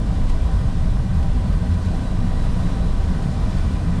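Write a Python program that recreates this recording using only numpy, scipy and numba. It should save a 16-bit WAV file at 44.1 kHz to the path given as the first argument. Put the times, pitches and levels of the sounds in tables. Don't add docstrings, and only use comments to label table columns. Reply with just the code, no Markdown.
import sys
import numpy as np
from scipy import signal
from scipy.fft import rfft, irfft, next_fast_len
from scipy.io import wavfile
from scipy.ndimage import uniform_filter1d, minimum_filter1d, map_coordinates
from numba import njit

SR = 44100
rng = np.random.default_rng(int(sys.argv[2]) if len(sys.argv) > 2 else 0)


def voltage_ratio(decibels):
    exponent = np.asarray(decibels, float) / 20
    return 10 ** exponent


def bounce(signal):
    frames = np.transpose(np.atleast_2d(signal))
    limited = np.clip(frames, -1, 1)
    pcm = np.round(limited * 32767).astype(np.int16)
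    wavfile.write(sys.argv[1], SR, pcm)


N = 176400

# [t/s, then level/dB of each mode]
MODE_LEVELS = [(0.05, -24, -23, -16, -28.5, -30), (0.21, -20, -17, -26, -30, -34),
               (0.34, -12, -12, -30.5, -40, -38), (0.43, -21, -17.5, -20, -27, -29.5),
               (0.75, -19.5, -18.5, -23, -26.5, -26.5), (0.97, -19, -22, -32, -27, -28.5),
               (1.18, -14, -25, -15.5, -24.5, -33), (1.28, -16, -17.5, -31, -31.5, -33.5),
               (1.85, -31, -22, -17.5, -49, -27), (1.96, -19.5, -31, -33, -38, -30.5),
               (2.01, -29, -14, -28, -28.5, -33), (2.15, -20.5, -32, -36.5, -39.5, -26.5),
               (2.52, -21, -33, -29, -38, -29.5), (2.63, -26, -33, -31, -30, -22.5),
               (2.69, -20, -21, -23, -51, -30), (3.25, -22, -31, -24.5, -26.5, -32.5),
               (3.31, -27, -28.5, -28, -27, -29.5), (3.62, -17.5, -21, -15.5, -31, -32),
               (3.68, -34, -19.5, -23.5, -39, -31.5), (4.0, -23, -24, -31.5, -27.5, -24.5)]
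# [f/Hz, pitch wander/Hz, wander rate/knots per s, churning share/0-1]
MODES = [(23.9, 1.144, 5, 0.15), (47.1, 4.55, 12, 0.45), (77, 5.91, 14, 0.41), (127.2, 4.8, 18, 0.44),
         (176.8, 8.98, 26, 0.35)]
# [f/Hz, level/dB]
RUMBLE_SPECTRUM = [(2.4, -15), (4.0, -16.5), (27, -4.5), (75, -4), (107, -5.5), (146, -9.5), (176, -9.5),
                   (212, -14), (246, -14), (330, -30), (430, -56), (730, -120)]
RUMBLE_DB = -21.5


def airframe():
    booms = 0
    for level_db, (hz, wander_hz, rate, share) in zip(curves(MODE_LEVELS), MODES):
        churn = np.clip(share, 0, 1)
        size = np.sqrt(1 - churn) + np.sqrt(churn) * unit(wobble(1.6 * rate))
        pitch = hz + wander_hz * wobble(rate)
        booms = booms + voltage_ratio(level_db) * size * tone(pitch)
    rumble = rush(lambda hz: voltage_ratio(along(RUMBLE_SPECTRUM, hz)), patchy_db=0.5)
    return booms + voltage_ratio(RUMBLE_DB) * rumble


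# [t/s, level/dB, treble gain/dB]
AIR_COURSE = [(0.05, -36.5, -0.5), (1.09, -36.5, 0), (1.9, -36.5, 0.5), (2.2, -35.5, 0), (2.66, -35, 0.5),
              (2.95, -36, -0.1), (3.38, -35.5, 0), (3.69, -36.5, 1.3), (4.0, -35, -0.5)]
# [f/Hz, level/dB]
VENT_SPECTRUM = [(160, -40), (280, -1), (364, -6.5), (641, -8), (785, -10.5), (844, -15), (990, -8.5),
                 (1340, -18.5), (1530, -20), (2200, -24.5), (3770, -23), (6440, -31), (9000, -32),
                 (11700, -67), (19800, -120)]
# [f/Hz, level/dB]
FIZZ_SPECTRUM = [(7000, -20), (8500, -20), (9300, 1), (9800, -6.5), (10150, -14), (10600, -9.5),
                 (11800, -10), (12400, -23), (13300, -21), (15500, -27), (16000, -28), (17000, -60)]
FIZZ_DB = -62.5


def vents():
    level_db, bright_db = curves(AIR_COURSE)
    body = ducted(rush(lambda hz: voltage_ratio(along(VENT_SPECTRUM, hz)), patchy_db=0.5))
    upper = filtered(body, lambda hz: 1 / (1 + (2200 / (hz + 1)) ** 4))
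    treble_db = bright_db + 0.32 * wobble(25.04)
    brightened = body + (voltage_ratio(treble_db) - 1) * upper
    body = voltage_ratio(level_db + 0.45 * wobble(6.66)) * brightened
    fizz = rush(lambda hz: voltage_ratio(along(FIZZ_SPECTRUM, hz)), patchy_db=0.8)
    return body + voltage_ratio(FIZZ_DB + level_db - level_db.mean() + treble_db) * fizz


# [f/Hz, width/Hz, boost/dB]
DUCT_RESONANCES = [(452, 34, 3), (638, 29, 6.5), (775, 21.3, 8.5), (1167, 34, 3.5), (1262, 21, 4.5),
                   (1510, 98, 7), (1916, 340, 5.5), (2273, 76, -5.5), (2346, 51, 7.5), (2490, 37, 4),
                   (3590, 79, 2), (3750, 73, -4.5), (3920, 100, -2.5), (5210, 120, 3.5)]
DRIFT, BREATHE, DRIFT_PER_S = .008, .22, 6


def ducted(x):
    hz, t, z = signal.stft(x, SR, nperseg=4096, noverlap=3072)
    at = np.clip((t * SR).astype(int), 0, N - 1)
    boost_db = 0
    for centre, width, db in DUCT_RESONANCES:
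        strength = db * (1 + BREATHE * wobble(DRIFT_PER_S)[at])
        pitch = centre * (1 + DRIFT * wobble(DRIFT_PER_S)[at])
        boost_db = boost_db + strength / (1 + (2 * (hz[:, None] - pitch) / width) ** 2)
    return unit(signal.istft(z * voltage_ratio(boost_db), SR, nperseg=4096, noverlap=3072)[1][:N])


# [t/s, level/dB, length scale/s]
TRIM_RATTLES = [(.15, -54, .012), (0.298, -42.5, 0.022), (.91, -55, .015), (1.23, -47, 0.013),
                (1.74, -50, .015), (1.86, -47, .008), (2.63, -54, .01), (3.53, -53, .015)]
# [f/Hz, level/dB]
TRIM_SPECTRUM = [(800, -30), (2500, 1), (5000, -6), (9000, -8), (12000, -22), (15500, -30), (17000, -80)]
# [t/s, level/dB]
PLASTIC_TICKS = [(.355, -64), (.689, -63.5), (.956, -64), (1.145, -63.5), (1.194, -63), (1.226, -64.5),
                 (1.404, -67), (1.535, -65), (1.737, -63.5), (1.984, -66), (2.628, -62.5), (3.536, -65)]
# [f/Hz, level/dB]
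TICK_SPECTRUM = [(5000, -20), (8000, -2), (11000, 0), (15500, -8), (17000, -60)]
TICK_S = .007
LOOSE_PER_S, LOOSE_DB = 8, -73


def rattles():
    draw = rng.random((100, 2))
    times = np.cumsum(-np.log(draw[:, 0])) / LOOSE_PER_S
    levels_db = LOOSE_DB + 6 * (draw[:, 1] - .5)
    loose = [(s, db) for s, db in zip(times, levels_db) if s < N / SR]
    ticks = [(s, db, TICK_S) for s, db in list(PLASTIC_TICKS) + loose]
    return bursts(TRIM_RATTLES, TRIM_SPECTRUM) + bursts(ticks, TICK_SPECTRUM)


def bursts(rows, spectrum):
    t, swell = np.arange(N) / SR, np.zeros(N)
    for s, db, length in rows:
        a, b = max(int((s - .03) * SR), 0), int((s + .12) * SR)
        u = (t[a:b] - s) / length
        swell[a:b] += voltage_ratio(db) * np.exp(np.where(u < 0, 4 * u, -1.6 * u))
    grit = rng.standard_normal(N) * voltage_ratio(4 * rng.standard_normal(N))
    return swell * unit(filtered(grit, lambda hz: voltage_ratio(along(spectrum, hz))))


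FAN_HZ = [998, 2912, 5760, 5819]
# [level/dB, pitch wander/Hz, level flutter/dB]
FAN_WHINES = [(-53.5, 4, 2.5), (-66.5, 1.2, 1), (-76, 1, 3), (-74, 1.2, 3.5)]
# [t/s, level/dB]
TURBINE_LEVEL = [(0.05, -71), (0.3, -66), (0.6, -68), (1.6, -64), (1.88, -60), (1.99, -65), (2.1, -58.5),
                 (2.59, -57.5), (2.88, -58), (3.05, -63), (3.7, -64), (3.95, -61)]
TURBINE_HZ = 3909


def whines():
    fans = 0
    for hz, (level_db, wander_hz, flutter_db) in zip(FAN_HZ, FAN_WHINES):
        level = voltage_ratio(level_db + flutter_db * wobble(12))
        fans = fans + level * tone(hz + wander_hz * wobble(12))
    turbine_db, = curves(TURBINE_LEVEL)
    whistle = tone(TURBINE_HZ + 2.2 * wobble(14))
    return fans + voltage_ratio(turbine_db + 3.2 * wobble(29.8)) * whistle


def unit(x):
    return x / np.sqrt(np.mean(x ** 2) + 1e-20)


def along(points, hz):
    f, v = np.transpose(points)
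    return np.interp(np.log(hz + 1), np.log(f + 1), v)


def curves(rows):
    s, *cols = np.transpose(rows)
    return [np.interp(np.arange(N) / SR, s, c) for c in cols]


def wobble(rate):
    return map_coordinates(rng.standard_normal(400), [np.arange(N) * np.clip(rate, .1, 90) / SR])


def filtered(x, response):
    m = next_fast_len(N + 8192)
    return irfft(rfft(x, m) * response(np.fft.rfftfreq(m, 1 / SR)), m)[:N]


def rush(response, patchy_db):
    z = signal.stft(rng.standard_normal(N + 512), nperseg=512)[2]
    field = uniform_filter1d(rng.standard_normal(z.shape), size=8, axis=0)
    field = uniform_filter1d(field, size=10, axis=1)
    patchy = signal.istft(z * voltage_ratio(patchy_db * unit(field)), nperseg=512)[1][:N]
    return unit(filtered(patchy, response))


def tone(hz):
    return np.sqrt(2) * np.sin(2 * np.pi * (np.cumsum(hz) / SR + rng.random()))


FADE_S = .008


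def scene():
    mix = airframe() + vents() + rattles() + whines()
    left = np.clip((N - 1 - np.arange(N)) / (FADE_S * SR), 0, 1)
    return (mix * np.sin(np.pi / 2 * left) ** 2)[None]


@njit
def riding(need, recover):
    gain, g = np.empty_like(need), need[0]
    for i in range(len(need)):
        g = min(need[i], 1 - (1 - g) * recover)
        gain[i] = g
    return gain


BASS_HZ, CEILING = 260, .31
ATTACK_S, RELEASE_S = .008, .06


def bass_limiter(dry):
    bass = filtered(dry[0], lambda hz: 1 / (1 + (hz / BASS_HZ) ** 6))
    ahead = int(ATTACK_S * SR)
    need = minimum_filter1d(np.minimum(1, CEILING / (abs(bass) + 1e-9)), 2 * ahead + 1)
    gain = uniform_filter1d(riding(need, np.exp(-1 / (RELEASE_S * SR))), ahead)
    return dry + (gain - 1) * bass


def band_limit(x):
    return signal.sosfilt(signal.butter(12, 15760, fs=SR, output="sos"), x)


def record(dry):
    mix = bass_limiter(dry)
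    return band_limit(mix)


dry = scene()
out = record(dry)
bounce(out)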